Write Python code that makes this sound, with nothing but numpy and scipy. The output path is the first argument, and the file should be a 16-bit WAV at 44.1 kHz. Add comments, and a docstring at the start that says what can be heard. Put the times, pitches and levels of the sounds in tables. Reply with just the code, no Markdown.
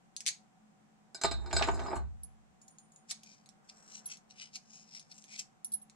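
"""A faint ventilation hum runs throughout. Hard clicks of small steel parts open the scene and return later.
A screw is set onto a steel bracket, which rings, knocks and is pushed over the bench top, so the bench sways.
After the bracket a small nut tinkles now and then, loose washers jingle, a nut rasps along a thread in
short twists and cloth brushes. Struck steel is a sum of decaying sine modes; knocks add bursts of coloured
noise, sliding contacts are trains of tiny stick-slip clicks, and decaying noise responses supply the room."""
import sys
import numpy as np
from scipy import signal
from scipy.fft import rfft, irfft, next_fast_len
from scipy.io import wavfile

SR = 44100
rng = np.random.default_rng(int(sys.argv[2]) if len(sys.argv) > 2 else 0)


def dump_mix(stems):
    """Bounce the given channels to the path in sys.argv[1] as a 16-bit WAV at rate SR."""
    frames = np.atleast_2d(stems).T  # one column per channel
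    limited = np.clip(frames, -1, 1)  # hard clip at full scale
    pcm = np.round(limited * 32767).astype(np.int16)
    wavfile.write(sys.argv[1], SR, pcm)


N = 262395

# Levels in the tables are relative; each source sets its own gain.
# Air noise of the ventilation: (frequency [Hz], level [dB])
AIR_SPECTRUM = [(20, -22.5), (90, -29), (150, -12), (400, -25), (900, -23.5), (4500, -41.5), (7700, -37),
                (9000, -44.5), (16000, -62.5)]
# Duct resonances: (frequency [Hz], width [Hz], level [dB])
DUCT_RESONANCES = [(173, 65, -75), (214.9, 13, -71.5), (753, 67, -77)]
# Single hard clicks of steel parts held in the fingers: (time [s], level [dB])
CLICK_EVENTS = [(.165, -28.5), (.2057, -32), (.257, -42), (3.094, -45), (3.1105, -25.5), (3.114, -28),
                (3.234, -43.5), (3.46, -49), (3.49, -45), (4.171, -46.5), (4.557, -38.5), (4.996, -41),
                (5.241, -43.5), (5.324, -46), (5.378, -44), (5.3945, -34.5), (5.898, -47.5)]
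# Modes of a gripped screw: (frequency [Hz], level [dB], 60 dB decay time [s])
SCREW_MODES = [(2380, -11, 0.0041), (4570, 2.5, 0.002), (5800, -5, 0.008), (6570, -13, 0.065),
               (7610, -3, 0.0071), (9350, -9.5, 0.013), (10370, -16.5, 0.023), (14000, -11.5, 0.0025)]
# The screw touches the bracket:
# (time [s], low-mode level [dB], high-mode level [dB], frequency favoured by this spot [Hz])
TOUCH_EVENTS = [(1.146, -50, -46.5, 5023), (1.214, -41, -39.5, 6142), (1.236, -31.5, -33, 7539),
                (1.3125, -39, -45, 7844), (1.461, -53.5, -60, 1500), (1.529, -36.5, -39.5, 7090),
                (1.565, -30, -38.5, 7844), (1.638, -47, -50.5, 7090), (1.673, -55, -52, 7539),
                (1.713, -68, -56, 7090), (1.743, -61, -52, 5023), (1.798, -54.5, -56.5, 6142),
                (1.869, -56.5, -66, 5023), (1.956, -61.5, -51.5, 10625)]
# Modes of the freely ringing bracket: (frequency [Hz], level [dB], 60 dB decay time [s])
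BRACKET_MODES = [(1500, -8, .16), (1575, -8, .16), (2310, -12, .12), (3708, -10.5, .36), (4012, -6.5, .25),
                 (4257, -2, .21), (5023, 0, .19), (6142, -10, .17), (6800, -15, .17), (7090, -3, .14),
                 (7539, -2, .12), (7844, -5, .15), (8460, -15, .17), (8965, -13, .13), (10040, -21, .15),
                 (10625, -15, .1), (11200, -23, .18), (13380, -28, .14)]
# The bracket rocks and knocks on the bench: (time [s], body level [dB], hard edge against body [dB])
KNOCK_EVENTS = [(1.245, -22, -3.5), (1.313, -36, 0), (1.511, -43, 7), (1.529, -28, -25), (1.594, -33.5, 0),
                (1.611, -23.5, -29), (1.624, -26.5, 7.5), (1.676, -27, -16), (1.686, -21.5, -8.5),
                (1.793, -34.5, -2), (1.824, -37, -23), (1.861, -35.5, -10), (1.883, -31, -23),
                (1.914, -32, -16), (1.93, -25.5, -34), (1.963, -33.5, -10.5)]
# Modes of the bench top loaded by the bracket: (frequency [Hz], level [dB], 60 dB decay time [s])
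BENCH_MODES = [(396.4, -7.5, 0.15), (579, -15.5, 0.12), (680, 0, 0.055), (851.4, 0, 0.065),
               (1051, -4.5, 0.051), (1205, -5, 0.091), (1523, -10, 0.16)]
# The bench's crowded weaker modes: (frequency [Hz], level [dB])
CROWDED_SPECTRUM = [(110, -10), (230, -5), (360, 2), (540, -7.5), (800, 1), (1250, -8), (2300, -19),
                    (5000, -57)]
# Hard steel contact: (frequency [Hz], level [dB])
EDGE_SPECTRUM = [(1000, -5.5), (1550, 1), (2350, 2.5), (3200, -1.5), (5500, -10.5), (8000, -19),
                 (13000, -48.5)]
# The weight of the hand jolts the bench: (time [s], sway level [dB])
JOLT_EVENTS = [(1.244, -41.5), (1.315, -37.5), (1.526, -33), (1.684, -35.5), (1.954, -38)]
# The hand pushes the bracket along: (start [s], end [s], level [dB])
PUSH_STROKES = [(1.257, 1.543, -59), (1.57, 1.969, -46.5)]
# A small nut tinkles: (time [s], level [dB])
NUT_EVENTS = [(2.2338, -46), (4.0576, -39), (5.6455, -36), (5.7195, -41.5), (5.7365, -36), (5.8161, -56.5)]
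# Modes of the nut: (frequency [Hz], level [dB], 60 dB decay time [s])
NUT_MODES = [(10140, 8.5, 0.047), (10240, -0.5, 0.061), (13920, -14, 0.081)]
# Loose washers jingle: (time [s], level [dB])
WASHER_EVENTS = [(2.6155, -54.5), (2.6803, -51), (2.7846, -52.5), (2.92, -59.5), (2.9607, -56)]
# Modes of the washers: (frequency [Hz], level [dB], 60 dB decay time [s])
WASHER_MODES = [(6800, 6, 0.084), (6950, 13.5, 0.018), (9040, -7.5, 0.32), (9310, -10, 0.25)]
# Twists of the nut on the thread: (peak time [s], level [dB], half length [s], strongest frequency [Hz])
TWIST_EVENTS = [(3.105, -45.5, 0.0057, 8100), (3.301, -63, 0.038, 5800), (3.697, -52.5, 0.0035, 4640),
                (3.839, -69.5, 0.089, 8250), (3.949, -53.5, 0.023, 6000), (4.121, -49, .016, 4700),
                (4.311, -58, 0.0061, 5350), (4.424, -54, 0.025, 3400), (4.559, -45.5, 0.0084, 5000),
                (4.764, -60.5, 0.044, 6400), (4.962, -55.5, 0.028, 4770), (5.117, -55.5, 0.0058, 5200),
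                (5.181, -65.5, 0.037, 9000), (5.343, -52, 0.021, 4730), (5.398, -41.5, 0.0066, 6500)]
# Rasp of the thread flanks: (frequency [Hz], level [dB])
THREAD_SPECTRUM = [(1300, -1), (1750, -9.5), (2250, 8), (3400, -4.5), (5600, 5), (8300, -4), (11000, -17.5),
                   (16000, -52)]
# Work clothes, and the soft thud on the palm: (frequency [Hz], level [dB])
CLOTH_SPECTRUM = [(250, -6), (500, -1.5), (1600, -4), (3000, -24)]

AIR_DB = -72
ROOM_T60_S, CUTOFF_HZ = .21, 15700
# the screw slips and rattles: each bounce comes sooner and a little weaker
RATTLE_S, RATTLE_DB = .2642, -20
BOUNCE_GAP_S, BOUNCE_SHRINK, BOUNCE_LOSS_DB = .0073, .88, .5
# brightness in dB per octave: the loose screw strikes duller than the light clicks
RATTLE_TILT_DB, CLICK_TILT_DB = -2, -1
# until PLACED_S the fingers shorten the ring of the bracket modes above 5 kHz to this share
PLACED_S, HELD_SHARE = 1.5, .65
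HIGH_MODES_HZ, MUTE_DB_PER_S = 5500, 480
# every touch also passes into the bench: body against ring, hard edge against body
TOUCH_THUMP_DB, TOUCH_HARDNESS_DB = -1.5, 2.5
PUSH_RISE_DB_PER_S, PUSH_FALL_DB_PER_S = 136, 276
SWAY_RISE_S, SWAY_T60_S = .0099, .84
# the screw jiggles under a push: rate, level against the push, tilt in dB per octave
CHATTER_PER_S, CHATTER_DB, CHATTER_TILT_DB = 53, -15.5, 2


def amp(db):
    """Amplitude ratio: twenty decibels are a factor of ten."""
    return 10 ** (np.asarray(db) / 20)


def decay(t, t60):
    """Exponential decay: the level falls by 60 dB in t60 seconds."""
    return np.exp(-np.log(1000) * t / t60)


def rms_one(x):
    """Normalisation: scale a signal to unit power."""
    return x / np.sqrt(np.mean(x ** 2) + 1e-20)


def cut(x, hz, kind, order=2):
    """Butterworth filtering: a smooth high- or low-pass."""
    sos = signal.butter(order, min(hz, .45 * SR), kind, fs=SR, output="sos")
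    return signal.sosfilt(sos, x + 1e-18)


def coloured(x, spectrum):
    """Spectral shaping: weight each frequency by a (Hz, dB) curve, then scale to unit power."""
    hz, db = np.transpose(spectrum)
    size = next_fast_len(x.shape[-1])
    bins = np.arange(size // 2 + 1) * SR / size
    gain = amp(np.interp(np.log(bins + 1), np.log(hz), db, left=-200, right=-200))
    shaped = irfft(rfft(x, size) * gain, size)
    return rms_one(shaped[..., :x.shape[-1]])


def resonant_noise(hz, width_hz):
    """Resonance: two unrelated noises each pass the same peak filter twice."""
    b, a = signal.iirpeak(hz, hz / width_hz, fs=SR)
    once = signal.lfilter(b, a, rng.standard_normal((2, N)))
    return rms_one(signal.lfilter(b, a, once))


def widen(pair, side_db):
    """Stereo width: two unrelated signals serve as mid and side."""
    return pair[0] + amp(side_db) * pair[1] * np.array([[1], [-1]])


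def from_left(x, pan_db):
    """Interaural delay: sound from the left reaches the right channel a quarter of a millisecond later."""
    lag = 11  # samples
    right = np.pad(x, (lag, 0))[:len(x)]
    return np.array([x * amp(pan_db / 2), right * amp(-pan_db / 2)])


def add(out, s, sound):
    """Superposition: mix a sound in at a time in seconds."""
    at = int(s * SR)
    out[..., at:at + sound.shape[-1]] += sound[..., :out.shape[-1] - at]


def flutter(size):
    """Slow modulation: a smooth random wobble below about 60 Hz, of spread 1."""
    return rms_one(cut(rng.standard_normal(size), 60, "low"))


def ring(modes, gains_db, vary_db, detune):
    """Modal synthesis: one blow excites every mode with its own random strength, and each dies away."""
    hz, db, t60 = np.transpose(modes)[:, :, None]
    t = np.arange(int(t60.max() * SR)) / SR
    strength, shift, side = rng.standard_normal((3, len(modes), 1))
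    height = amp(db + np.reshape(gains_db, (-1, 1)) + vary_db * strength) * np.sign(side)
    tones = np.sin(2 * np.pi * hz * (1 + detune * shift) * t)
    return np.sum(height * decay(t, t60) * tones, axis=0)


def burst(spectrum, t60, side_db):
    """High modal density: crowded modes merge into coloured noise with a swift onset and a decay."""
    t = np.arange(SR // 4) / SR
    envelope = np.clip(t / .00037, 0, 1) * decay(t, t60)
    noise = coloured(rng.standard_normal((2, len(t))), spectrum)
    return widen(noise, side_db) * envelope


def skip(sound, gap_s, loss_db, count):
    """Repeated impact: steel lands a few times at uneven gaps, weaker each time."""
    out = np.zeros(len(sound))
    times = np.cumsum(gap_s * rng.uniform(.5, 1.5, count))
    for k, s in enumerate(times - times[0]):
        add(out, s, amp(-loss_db * k) * sound)
    return out


def slips(per_s, spread_db):
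    """Stick-slip friction: two random trains of tiny clicks of uneven size and sign."""
    sizes_db = spread_db * np.minimum(rng.exponential(1, (2, N)), 4)
    sizes = amp(sizes_db) * rng.choice([-1, 1], (2, N))
    return sizes * (rng.random((2, N)) < per_s / SR)


def stroke(start, end, db, rise_db_per_s, fall_db_per_s):
    """Gesture envelope: one hand movement swells, holds and releases at steady rates in decibels."""
    t = np.arange(N) / SR
    before, after = np.maximum(start - t, 0), np.maximum(t - end, 0)
    return amp(db - rise_db_per_s * before - fall_db_per_s * after)


def workshop(x, early_db, tail_db):
    """Reverberation: scatter off the bench and the grinder, then a short diffuse tail."""
    t = np.arange(SR // 2) / SR
    near, far = rng.standard_normal((2, 2, len(t)))
    early = near * (t > .003) * np.exp(-t / .0086)
    tail = cut(far, 8300, "low") * np.clip(t / .0022, 0, 1) * decay(t, ROOM_T60_S)
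    response = (amp(early_db) * rms_one(early) + amp(tail_db) * rms_one(tail)) / np.sqrt(len(t))
    return x + signal.fftconvolve(x, response, axes=1)[:, :N]


def ventilation():
    """Flow noise: steady broadband air with a few duct resonances."""
    air = amp(AIR_DB) * widen(coloured(rng.standard_normal((2, N)), AIR_SPECTRUM), side_db=1.5)
    hum = sum(amp(db) * widen(resonant_noise(hz, width), side_db=-9) for hz, width, db in DUCT_RESONANCES)
    return air + hum


def rattle(count):
    """Bouncing: gaps shrink geometrically and each bounce loses level; gives (time [s], level [dB])."""
    gaps = BOUNCE_GAP_S * BOUNCE_SHRINK ** np.arange(count)
    return [(RATTLE_S + gaps[:k].sum(), RATTLE_DB - BOUNCE_LOSS_DB * k) for k in range(count)]


def clicks():
    """Contact damping: fingers still the screw at once, and the grip shifts its modes at each click."""
    out = np.zeros((2, N))
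    octaves = np.log2(np.array(SCREW_MODES)[:, 0] / 5000)
    for blows, tilt_db in (CLICK_EVENTS, CLICK_TILT_DB), (rattle(count=5), RATTLE_TILT_DB):
        for s, db in blows:
            pair = []
            for _ in range(2):
                tone = ring(SCREW_MODES, tilt_db * octaves, vary_db=2, detune=.025)
                click = skip(tone, gap_s=.00045, loss_db=4, count=2)
                pair.append(click / np.linalg.norm(click))  # unit energy
            add(out, s, amp(db + 12.5) * widen(pair, side_db=-2))
    return cut(cut(out, 1800, "high", order=4), 11000, "low", order=3)


def bracket():
    """Selective excitation: the landing spot favours one mode; shifting fingers make each ring waver."""
    out, hz = np.zeros(N), np.array(BRACKET_MODES)[:, 0]
    for s, low_db, high_db, favoured_hz in TOUCH_EVENTS:
        modes = np.array(BRACKET_MODES)
        gains_db = np.where(hz > HIGH_MODES_HZ, high_db, low_db)
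        nearest_hz = hz[np.argmin(np.abs(hz - favoured_hz))]
        gains_db = gains_db + 9 * (hz == nearest_hz)
        if s < PLACED_S:
            modes[hz > 5000, 2] *= HELD_SHARE
        tone = ring(modes, gains_db, vary_db=.5, detune=.0005)
        add(out, s, tone * amp(2.5 * flutter(len(tone))))
    # the fingers still the ring as the last push ends
    held_s = np.maximum(np.arange(N) / SR - PUSH_STROKES[-1][1], 0)
    muted = cut(out, 12500, "low", order=4) * amp(-MUTE_DB_PER_S * held_s)
    return muted * amp([[-1], [1]])  # 2 dB stronger on the right


def bench_blows():
    """Transmission: knocks and touches both drive the bench; columns as in KNOCK_EVENTS."""
    touches = [(s, db + TOUCH_THUMP_DB, TOUCH_HARDNESS_DB) for s, db, _, _ in TOUCH_EVENTS]
    return KNOCK_EVENTS + touches


def pushing():
    """Driving force: how hard the bracket is pushed, as a gain over time."""
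    return sum(stroke(*push, PUSH_RISE_DB_PER_S, PUSH_FALL_DB_PER_S) for push in PUSH_STROKES)


def bench():
    """Impact and friction: the top answers with a dull clank, a hard edge adds a clack, pushing drags."""
    clanks, clacks = np.zeros((2, N)), np.zeros((2, N))
    for s, body_db, hard_db in bench_blows():
        pair = [ring(BENCH_MODES, body_db - 6, vary_db=3, detune=.012) for _ in range(2)]
        clank = widen(pair, side_db=-8.5)
        soft_onset = np.minimum(np.arange(clank.shape[1]) / SR / .002, 1)
        add(clanks, s, clank * soft_onset)
        add(clacks, s, amp(body_db - 5.5) * burst(CROWDED_SPECTRUM, t60=.045, side_db=-12.5))
        add(clacks, s, amp(body_db + hard_db - 8) * burst(EDGE_SPECTRUM, t60=.048, side_db=-4))
    drag = widen(coloured(slips(per_s=350, spread_db=2), CROWDED_SPECTRUM), side_db=-8.5)
    mixed = clacks + cut(clanks, 3100, "low") + pushing() * drag
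    return mixed * amp([[-1], [1]])  # 2 dB stronger on the right


def shake():
    """Transient response: each jolt sways the heavy bench at low modes, rocking the channels in opposition."""
    energy = 0
    for s, sway_db in JOLT_EVENTS:
        age = np.maximum(np.arange(N) / SR - s, 0)
        swell = amp(sway_db) * (1 - np.exp(-age / SWAY_RISE_S)) * decay(age, SWAY_T60_S)
        energy = energy + swell ** 2
    sway = signal.hilbert(resonant_noise(60, 38)[0])
    steady = sway.real / (np.abs(sway) + .1)  # evens out the noise envelope
    rocking = 3.2 * steady * np.array([[-.9], [1.1]])
    rumble = rocking + amp(-6) * resonant_noise(62, 21)[0]
    upper = amp(-8) * resonant_noise(91, 120)
    return cut(cut(np.sqrt(energy) * (rumble + upper), 38, "high", order=3), 180, "low")


def chatter():
    """Intermittent contact: while the bracket moves, the screw jiggles on it in light, bright contacts."""
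    out, effort = np.zeros(N), pushing()
    octaves = np.log2(np.array(BRACKET_MODES)[:, 0] / 5000)
    colour_db = CHATTER_DB + CHATTER_TILT_DB * octaves
    for beat in np.arange(PUSH_STROKES[0][0], PUSH_STROKES[-1][1], 1 / CHATTER_PER_S):
        s = beat + rng.random() / CHATTER_PER_S
        add(out, s, effort[int(s * SR)] * ring(BRACKET_MODES, colour_db, vary_db=3, detune=.002))
    return from_left(cut(out, 12500, "low", order=4), pan_db=-1.5)


def tinkle(taps, modes, gain_db, tick_db, pan_db):
    """Free vibration: a loose small part skips lightly on landing and rings undamped by the hand."""
    out = np.zeros(N)
    for s, db in taps:
        tone = ring(modes, db + gain_db, vary_db=2, detune=.003)
        onset = np.clip(np.arange(len(tone)) / SR / .00019, 0, 1)
        add(out, s, tone * onset * amp(4.2 * flutter(len(tone))))
        tick = ring(SCREW_MODES, db + tick_db, vary_db=2, detune=.05)
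        add(out, s, skip(tick, gap_s=.002, loss_db=2, count=4))
    return from_left(cut(out, 3700, "high"), pan_db)


def thread_colour(peak_hz):
    """Contact resonance: the thread's spectrum, strongest at one pitch and uneven by chance."""
    hz = np.geomspace(THREAD_SPECTRUM[0][0], THREAD_SPECTRUM[-1][0], num=40)
    focus_db = -7 * np.abs(np.log2(hz / peak_hz))  # falls 7 dB per octave either side
    shape = np.interp(hz, *np.transpose(THREAD_SPECTRUM)) + focus_db
    return np.column_stack([hz, shape + 5 * rng.standard_normal(len(hz))])


def thread():
    """Stick-slip: flanks rasp in tiny slips, at two contacts of their own colour in each twist."""
    out = np.zeros((2, N))
    t = np.arange(SR // 2) / SR - .2  # seconds from the peak of a twist
    grains = slips(per_s=1300, spread_db=3)
    for s, db, half, peak_hz in TWIST_EVENTS:
        at = int((s + t[0]) * SR)
        swell = 1 / np.cosh(t / half)
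        # the room lets the twist fade
        tail = (t > 0) * (1 - swell) * decay(np.abs(t), ROOM_T60_S)
        fade = amp(-9) * swell + amp(-11) * tail
        for contact in grains[:, at:at + len(t)]:
            spectrum = thread_colour(peak_hz)
            uneven = swell * amp(3.5 * flutter(len(t)))
            rasp = from_left(uneven * coloured(contact, spectrum), pan_db=4)
            diffuse = fade * coloured(rng.standard_normal((2, len(t))), spectrum)
            add(out, s + t[0], amp(db) * (rasp + diffuse))
    return out


def palm():
    """Soft impact: parts drop against the palm with a dull thud under their click."""
    out = np.zeros((2, N))
    add(out, 3.1105, amp(-57.5) * burst(CLOTH_SPECTRUM, t60=.059, side_db=-4))
    return out


def sleeve():
    """Fibre friction: work clothes brush softly as the hands come back up."""
    brush = widen(coloured(rng.standard_normal((2, N)), CLOTH_SPECTRUM), side_db=1.5)
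    return stroke(3.77, 4.075, -72, rise_db_per_s=45, fall_db_per_s=48) * brush


def scene():
    """Superposition: the hands, the bracket on the bench and the room add linearly."""
    nut = tinkle(NUT_EVENTS, NUT_MODES, gain_db=1, tick_db=-6.5, pan_db=-1)
    washers = tinkle(WASHER_EVENTS, WASHER_MODES, gain_db=-7, tick_db=-1.5, pan_db=.5)
    hands = workshop(clicks() + palm() + nut + washers, early_db=-4.5, tail_db=-11)
    ringing = workshop(bracket() + chatter(), early_db=-9, tail_db=-13)
    knocking = workshop(bench(), early_db=-9.5, tail_db=-9)
    return ventilation() + hands + ringing + knocking + shake() + thread() + sleeve()


def record(dry):
    """Band limiting: a steep elliptic low-pass removes the extreme treble."""
    sos = signal.ellip(10, .2, 80, CUTOFF_HZ, fs=SR, output="sos")
    return signal.sosfilt(sos, dry)


dry = scene()
out = record(dry)
dump_mix(out)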